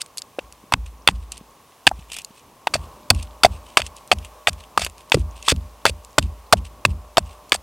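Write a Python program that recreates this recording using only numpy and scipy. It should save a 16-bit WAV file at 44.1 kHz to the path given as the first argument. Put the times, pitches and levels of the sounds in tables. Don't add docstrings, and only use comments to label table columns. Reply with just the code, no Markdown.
import sys
import numpy as np
from scipy import signal
from scipy.fft import rfft, irfft, next_fast_len
from scipy.io import wavfile
from scipy.ndimage import map_coordinates

SR = 44100
rng = np.random.default_rng(int(sys.argv[2]) if len(sys.argv) > 2 else 0)


def unload_audio(sound):
    columns = np.transpose(np.atleast_2d(sound))
    steps = np.round(np.clip(columns, -1, 1) * 32767)
    wavfile.write(sys.argv[1], SR, steps.astype(np.int16))


def volts(x):
    e = np.asarray(x, float) / 20
    return 10 ** e


N = 336042
MOVE_S = 2.67

# (time [s], relative level [dB], brightness [dB], t60 of the main burst [s])
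CRACKS = [(0.016, -13.5, 16, 0.024), (0.0612, -29, 0, 0.0091), (0.1731, -18.5, 6, 0.0097),
          (0.1815, -16, 18, 0.033), (0.2192, -14.5, 12, 0.0076), (0.3905, -15, -11, 0.016),
          (0.5245, -36, 5.5, .015), (0.7222, -14, -4, 0.033), (0.7376, 5, -12, 0.0098),
          (.861, -35, -7, 0.022), (1.0752, 16.5, -6.5, 0.0071), (1.0864, 5, -14, .008),
          (1.3196, -23, 6.5, 0.023), (1.3774, -29.5, 5, 0.013), (1.8683, 8, -6.5, 0.0081),
          (1.8731, 8.5, -7, 0.012), (2.1, -31.5, -11, 0.016), (2.1174, -24, -5, 0.026),
          (2.1303, -29, 5, 0.03), (2.1412, -25.5, 5, 0.013), (2.166, -18, -0.5, 0.022),
          (2.1858, -24, 0.5, 0.031), (2.218, -27, 7.5, 0.0069), (2.2468, -21.5, 15, 0.012),
          (2.6708, -5.5, -6.5, 0.017), (2.7377, -11.5, 4, 0.062), (3.1027, 3.5, 6, 0.02),
          (3.148, -28.5, 3, .012), (3.2254, -25, 5.5, 0.028), (3.434, -2.8, 0, 0.022),
          (3.4474, -5.5, 2, 0.036), (3.7713, 1.5, -4.5, 0.014), (3.8017, -13.5, -3, 0.02),
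          (3.818, -10.5, -2, 0.0088), (3.8645, -28, 1.5, 0.028), (3.9645, -31, 12.5, 0.021),
          (4.076, -31, 15, 0.007), (4.1152, 2.5, -10.5, 0.02), (4.1854, -33, -4, 0.019),
          (4.2477, -36, -3.5, 0.063), (4.4716, 0, -25, 0.015), (4.5305, -34, -1, .019),
          (4.6378, -31, -8.5, 0.013), (4.7756, -5, 2.5, .01), (4.7943, -16, 5, 0.024),
          (4.8176, -10.5, 1.5, 0.022), (4.8468, -22.5, 5.5, 0.05), (4.8643, -15.5, -3.5, 0.025),
          (4.8978, -27.5, 1, 0.0074), (4.981, -38, 1, .012), (5.007, -34.5, -8.5, 0.0092),
          (5.098, -37, 4, 0.0085), (5.1196, 4.5, -16.5, 0.0096), (5.1433, -1, 4, 0.017),
          (5.1948, -34, 6.5, 0.0098), (5.4257, -25, -0.5, 0.0086), (5.4841, -2, -6, 0.0094),
          (5.4933, -20, -12, 0.054), (5.5168, -4, 6.5, 0.013), (5.562, -32, 0, .012),
          (5.8536, -4, -7.5, 0.0073), (5.863, -6.5, -3, 0.024), (5.895, -21.5, -4.5, .014),
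          (6.0479, -28.5, 14, .013), (6.1849, -4.5, -1.5, .016), (6.227, -22, -4, 0.0046),
          (6.5255, 1.9, 8, 0.025), (6.534, -16, 3.5, 0.013), (6.5703, -31.5, -6, .012),
          (6.851, 4.5, -11.5, 0.0092), (7.1704, 3.5, -5.5, .013), (7.1801, 0.6, 7.5, 0.011),
          (7.4942, -34, 22.5, .013), (7.5205, 0, -4.5, 0.019), (7.5412, -19.5, 7, 0.016),
          (7.5482, -22.5, 1, 0.033)]
# (frequency [Hz], width [Hz], relative level [dB])
STEEL_MODES = [(2600, 170, 3.5), (3540, 260, 5.5), (4513, 190, 7.5), (7560, 110, -4.5), (8320, 170, -1.5)]


def unit(x):
    return x / np.sqrt(np.mean(x ** 2) + 1e-20)


def along(points, hz):
    f, v = np.transpose(points)
    return np.interp(np.log(hz + 1), np.log(f + 1), v)


def wobble(rate):
    knots = rng.standard_normal(int(N * rate / SR) + 4)
    return map_coordinates(knots, [np.arange(N) * rate / SR])


def filtered(x, response):
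    m = 2 * next_fast_len(N // 2 + SR // 4)
    return irfft(rfft(x, m) * response(np.fft.rfftfreq(m, 1 / SR)), m)[..., :N]


def noise(spectrum):
    return unit(filtered(rng.standard_normal(N), lambda hz: volts(along(spectrum, hz))))


def add(track, s, sound):
    part = track[max(round(s * SR), 0):][:len(sound)]
    part += sound[:len(part)]


def ring(hz, t60, rise):
    t = np.arange(SR // 2) / SR
    return volts(-60 * t / t60) * (1 - np.exp(-t / rise)) * np.sin(2 * np.pi * hz * t)


def causal(gain):
    cepstrum = irfft(np.log(gain + 1e-6))
    half = len(cepstrum) // 2
    fold = np.r_[1, 2 * np.ones(half - 1), 1, np.zeros(half - 1)]
    return np.exp(rfft(cepstrum * fold))


def struck(s):
    return min((row[0] for row in CRACKS), key=lambda crack: abs(crack - s))


def hardness(db):
    return np.clip((db + 22) / 12, 0, 1)


def band_shares(db, bright_db):
    hard_top_db, light_top_db = -4.5, 0
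    top_db = light_top_db + hardness(db) * (hard_top_db - light_top_db)
    shares = volts([0, bright_db, bright_db + top_db])
    return shares / np.linalg.norm(shares)


def blade():
    # (start [s], end [s], relative level at the start [dB])
    cuts = [(1.078, 1.115, -32), (1.871, 1.893, -20), (2.755, 2.765, -27.5), (3.1, 3.112, -10),
            (3.429, 3.465, -13.5), (3.781, 3.799, -14), (4.124, 4.136, -11.5), (4.487, 4.496, -18.5),
            (4.776, 4.86, -24.5), (5.121, 5.146, -16.5), (5.477, 5.526, -12.5), (5.85, 5.902, -19),
            (6.18, 6.196, -10.5), (6.523, 6.537, -7), (6.851, 6.862, -14), (7.179, 7.192, -19),
            (7.523, 7.562, -23)]
    # (frequency [Hz], relative level [dB])
    fibre = [(500, -21), (1300, -6), (2500, -2), (5000, -6), (9000, -13), (11500, -26.5), (16000, -63.5)]
    # (frequency [Hz], relative level [dB])
    chip = [(1500, -19), (2200, -14), (2700, -2), (3500, -6.5), (6000, -8.5), (9000, -8.5), (12000, -18.5),
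            (16000, -37)]
    cut_fade_db = 10
    loud = np.zeros((2, 3, N))
    t = np.arange(SR // 10) / SR

    for s, db, bright_db, t60 in CRACKS:
        main = volts(-60 * t / t60)
        splinters = volts(-21.5 - 60 * t / 0.0081)
        burst = (main + splinters) * (1 - np.exp(-t / 0.00027))
        hard = hardness(db)
        for band, share in enumerate(band_shares(db, bright_db)):
            add(loud[0, band], s, hard * share * volts(db + 4) * burst)
            add(loud[1, band], s, (1 - hard) * share * volts(db + 3) * burst)

    for start, end, db in cuts:
        s = struck(start)
        snags = 4.5 * wobble(130)[round(s * SR):round(end * SR)]
        tear = volts(snags + np.linspace(db, db - cut_fade_db, len(snags)))
        tear = np.append(tear, tear[-1] * volts(-60 * t / 0.0042))
        for row, share_db in zip(loud[0], (-3, -1, 1)):
            add(row, s, volts(share_db) * tear)

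    grit = volts(3.5 * wobble(900)) * rng.standard_normal((2, 3, N))

    def steel(f):
        return sum(volts(db) * 1j * f * w / (c * c - f * f + 1j * f * w) for c, w, db in STEEL_MODES)

    def edge(f, hz):
        return 1 / (1 + (f / hz) ** 10)

    def bands(f):
        return np.array([edge(f, 3620), edge(f, 5800) - edge(f, 4000), 1 - edge(f, 5900)])

    def colour(f):
        return np.array([volts(along(fibre, f) + 7) + steel(f), volts(along(chip, f) + 14.5)])

    return filtered(loud * grit, lambda f: bands(f) * colour(f)[:, None]).sum((0, 1))


def pings():
    out = np.zeros(N)
    chances = rng.standard_normal((len(CRACKS), len(STEEL_MODES)))
    for (s, db, bright_db, _), chance in zip(CRACKS, chances):
        low, mid, top = hardness(db) * band_shares(db, bright_db)
        for (hz, width, mode_db), share, c in zip(STEEL_MODES, (low, low, mid, top, top), chance):
            ping = ring(hz, 0.88 / width, 0.00078)[:SR // 10]
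            add(out, s, share * volts(db + mode_db - 13.5 + 2 * c) * ping)
    return out


def blank():
    # (time [s], relative level [dB], pitch [Hz])
    knocks = [(0.3861, -18, 537), (.7231, -9, 997), (0.7405, -16, 875), (1.0732, -15, 979),
              (1.0864, -9, 860), (1.8678, -7, 906), (1.8729, -10, 790), (1.9133, -14.5, 776),
              (2.6734, -11, 904), (2.739, -17.5, 980), (2.7544, -16.5, 635), (3.1003, -2.1, 1021),
              (3.107, -7, 755), (3.4366, -3, 966), (3.4499, 4.5, 704), (3.4614, -11, 710),
              (3.7718, -4, 1134), (3.7797, -15.5, 970), (3.796, -20, 634), (4.1152, -5, 1120),
              (4.118, -6.5, 740), (4.126, -8.5, 722), (4.4699, -7.5, 1210), (4.4816, -12.5, 693),
              (4.7756, -4.5, 1206), (4.7938, -25, 665), (4.8181, -23.5, 685), (4.8641, -24, 1205),
              (5.1192, -11.5, 920), (5.1462, -4.5, 483), (5.171, -18.5, 343), (5.4808, -6.5, 1067),
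              (5.5211, -14, 490), (5.8526, 2.5, 1090), (5.865, -17, 634), (5.8738, -19, 610),
              (5.8937, -23, 495), (6.1814, 0.5, 1196), (6.1862, -12, 620), (6.5234, 2.8, 1186),
              (6.5321, 3, 678), (6.8506, -7.5, 1120), (7.1716, -4.5, 1220), (7.1829, -2.5, 676),
              (7.5235, -7.5, 1185), (7.549, -27, 720)]
    # (time [s], relative level [dB], pitch [Hz])
    taps = [(0.638, -53.5, 245), (1.411, -48.5, 203), (1.989, -45, 153), (2.305, -49, 211)]
    # (frequency [Hz], relative level [dB])
    dull_body = [(100, -26.5), (280, -2.5), (700, 0), (1500, 1.5), (2500, -25.5)]
    body_low_db = (2.5, -4)
    knock_t60_s, low_rings_longer = 0.013, 0.2
    tones, thump = np.zeros(N), np.zeros((2, N))
    t = np.arange(SR // 2) / SR

    for s, db, hz in knocks:
        t60 = knock_t60_s * (800 / hz) ** low_rings_longer
        choke = volts(-40 * (t / t60) ** 2)
        bite = np.clip((hz - 750) / 200, 0, 1)
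        if abs(struck(s) - s) < 0.003:
            s = struck(s)
        add(tones, s, volts(db + 4.5 - 5.4 * bite) * choke * ring(hz, 3 * t60, 0.00038))
        decay = volts(db - 11.0 + 11.25 * bite - 60 * t / (1.23 * t60))
        add(thump[int(s > MOVE_S)], s, decay * (1 - np.exp(-t / 0.0005)))
    for s, db, hz in taps:
        add(tones, s, volts(db + 20) * ring(hz, 0.022, 0.0014))

    def colour(hz):
        return [causal(volts(along(dull_body, hz) + 13.0 + low_db / (1 + (hz / 450) ** 4)))
                for low_db in body_low_db]

    rough_tones = tones * volts(4.0 * wobble(500))
    return rough_tones + filtered(thump * rng.standard_normal(N), colour).sum(axis=0)


def ground():
    # (time [s], relative thud level [dB], relative soil wave level [dB])
    thuds = [(.386, -48, -45), (.736, -13.5, -24.5), (1.086, -16.5, -23.5), (1.877, -22.5, -32.5),
             (2.739, -25, -25.5), (3.101, -11, -14.5), (3.448, -14.5, -20.5), (3.773, -39, -28),
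             (4.115, -30, -22), (4.471, -27, -26.5), (4.772, -33, -26), (5.142, -7.5, -11.5),
             (5.516, -9, -17.5), (5.853, -27.5, -22.5), (6.183, -11.5, -14.5), (6.522, -16, -17),
             (6.852, -17, -16), (7.17, -30, -23), (7.521, -33, -36.5)]
    # (frequency [Hz], relative level [dB], t60 [s])
    log_notes = [(83, 7, 0.03), (138, -2, 0.026), (259, -7, 0.054)]
    # (frequency [Hz], relative level [dB], arrival after the blow [s], t60 [s])
    short_notes = [(81.5, 1.5, .036, 0.27), (62, 0, .042, 0.2), (145, -11.5, 0.022, 0.12),
                   (198.9, -8.5, 0.022, .15)]
    long_notes = [(55.5, 4.5, .04, 0.57), (65.34, -6, 0.074, 0.19), (73, -1.5, .0396, .45)]
    # (frequency [Hz], relative level [dB])
    rumble = [(40, -30.5), (80, 1.5), (200, -6.5), (400, -24), (800, -58)]
    thud_delay_s, long_against_short_db = (0.0011, 0.0068), (0.7, -9.5)
    out, shake = np.zeros(N), np.zeros(N)
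    t = np.arange(SR // 2) / SR
    for s, thud_db, short_db in thuds:
        near = int(s > MOVE_S)
        delay = thud_delay_s[near]
        long_db = short_db + long_against_short_db[near]
        for hz, db, t60 in log_notes:
            add(out, s + delay, volts(thud_db + db) * ring(hz, t60, 0.0015))
        for notes, group_db in ((short_notes, short_db), (long_notes, long_db)):
            for hz, db, arrival, t60 in notes:
                add(out, s + arrival, volts(group_db + db) * ring(hz, t60, 0.007))
        add(shake, s + delay, volts(short_db - 7.5 - 60 * t / 0.3) * (1 - np.exp(-t / 0.0063)))
    return out + shake * noise(rumble)


def swishes():
    # (start [s], end [s], relative level at the height [dB])
    rubs = [(0, 0.027, -29.5), (.85, 0.893, -54), (1.102, 1.276, -54.5), (1.298, 1.402, -44.5),
            (1.9, 2.063, -56), (2.081, 2.237, -44), (2.33, 2.422, -49.5), (2.769, 2.88, -53.5),
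            (3.112, 3.274, -44.5), (3.49, 3.598, -45.5), (3.615, 3.793, -49), (3.792, 3.893, -43.5),
            (3.942, 4.03, -52), (4.188, 4.25, -50.5), (4.576, 4.643, -46), (5.13, 5.235, -41),
            (4.965, 5.037, -54), (5.301, 5.445, -51.5), (5.422, 5.533, -36), (6.204, 6.283, -45.5),
            (6.566, 6.596, -43), (6.633, 6.688, -44), (6.888, 6.924, -48.5), (7.24, 7.374, -51)]
    # (start [s], end [s], relative level at the height [dB])
    scuffs = [(2.085, 2.225, -46), (3.185, 3.24, -47), (3.52, 3.58, -50), (4.215, 4.265, -50),
              (4.6, 4.655, -53), (7.27, 7.33, -55)]
    # (frequency [Hz], relative level [dB])
    straw = [(880, -46), (1500, -16), (2180, -7.5), (2620, 0.5), (3780, -6), (7080, -12), (8500, -5.5),
             (15000, -35.5)]
    rasp = [(2000, -30), (2350, -4), (2700, 0), (3100, -7), (3500, -4), (3900, -25)]
    grains = unit(volts(4.5 * wobble(220) + 3 * wobble(40)))
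    loud = np.zeros((2, N))
    for track, rows, sharpness in zip(loud, (rubs, scuffs), (1.5, 0.6)):
        for s, end, db in rows:
            hump = np.sin(np.linspace(0, np.pi, round((end - s) * SR))).clip(0) ** sharpness
            add(track, s, volts(db) * hump)
    return grains * (loud[0] * noise(straw) + loud[1] * noise(rasp))


def ticks():
    out = np.zeros(N)
    for when, size, pitch in rng.random((round(11 * N / SR), 3)):
        tick = ring(2500 * 3.8 ** pitch, 0.009, 0.0004)[:SR // 50]
        add(out, when * N / SR, volts(-50 + 12 * size) * tick)
    return out * wobble(2500)


def trees(x):
    # (frequency [Hz], t60 [s])
    scatter = [(600, .03), (2500, 0.054), (12000, 0.11)]
    hz, t, z = signal.stft(rng.standard_normal(SR // 4), SR, nperseg=256)
    decay = volts(-60 * t / along(scatter, hz)[:, None])
    tail = signal.istft(z * decay, SR, nperseg=256)[1]
    return signal.fftconvolve(x, tail / np.linalg.norm(tail))[:N]


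def camp():
    # (far level [dB], near level [dB], extra just after the move [dB])
    levels = [(-54, -51, 4.5), (-70.5, -55, 0.7), (-58.5, -58, 10.5), (-57, -56, 2.3)]
    # (frequency [Hz], relative level [dB])
    simmer = [(240, -38), (400, -9), (431, -9), (556, -7), (599, -8.5), (738, -7), (986, -4.5),
              (1110, -1.5), (1240, -11.5), (2000, -33), (2600, -59.5), (4400, -120)]
    embers = [(15, -44), (25, -3), (303, -7), (365, -11), (500, -13.5), (650, -38), (1100, -120)]
    hiss = [(880, -34), (1500, -9), (2650, -7), (4510, -12), (5800, -10.5), (7300, -12.5), (15200, -13),
            (15900, -7.5), (16400, -27)]
    since = np.arange(N) / SR - MOVE_S
    extra = np.exp(-abs(since) / 0.65)
    kettle_db, tone_db, fire_db, air_db = (
        np.where(since < 0, far, near + more * extra) for far, near, more in levels)
    tone_level = volts(tone_db + 3.2 * wobble(9.9))
    tone = tone_level * np.sin(2 * np.pi * np.cumsum(602 + 5 * wobble(1.3)) / SR)
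    swell = volts(kettle_db + 1.2 * wobble(15))
    flicker = volts(fire_db + 2.2 * wobble(9))
    kettle, fire = swell * noise(simmer), flicker * noise(embers)
    air = volts(air_db + 0.56 * wobble(3.8)) * noise(hiss)
    return tone + kettle + fire + air


def scene():
    chop = blade() + pings() + blank()
    echo = volts(-38) * trees(chop)
    return np.tile(chop + echo + ground() + swishes() + ticks() + camp(), (2, 1))


def band_limit(x):
    return signal.sosfilt(signal.butter(12, 16580, fs=SR, output="sos"), x)


def record(dry):
    wet = filtered(dry, lambda hz: (1j * hz / (1j * hz + 30)) ** 3)
    wet = wet / (1 + abs(wet) ** 8) ** (1 / 8)
    apart = volts(-66.5) * rng.standard_normal(N)
    wet = filtered(wet, lambda hz: 1 / (1 + (hz / 17000) ** 4.9))
    wet = wet + apart * [[1], [-1]]
    wet = filtered(wet, lambda hz: 1 / (1 + (hz / 15900) ** 60))
    return band_limit(wet)


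dry = scene()
out = record(dry)
unload_audio(out)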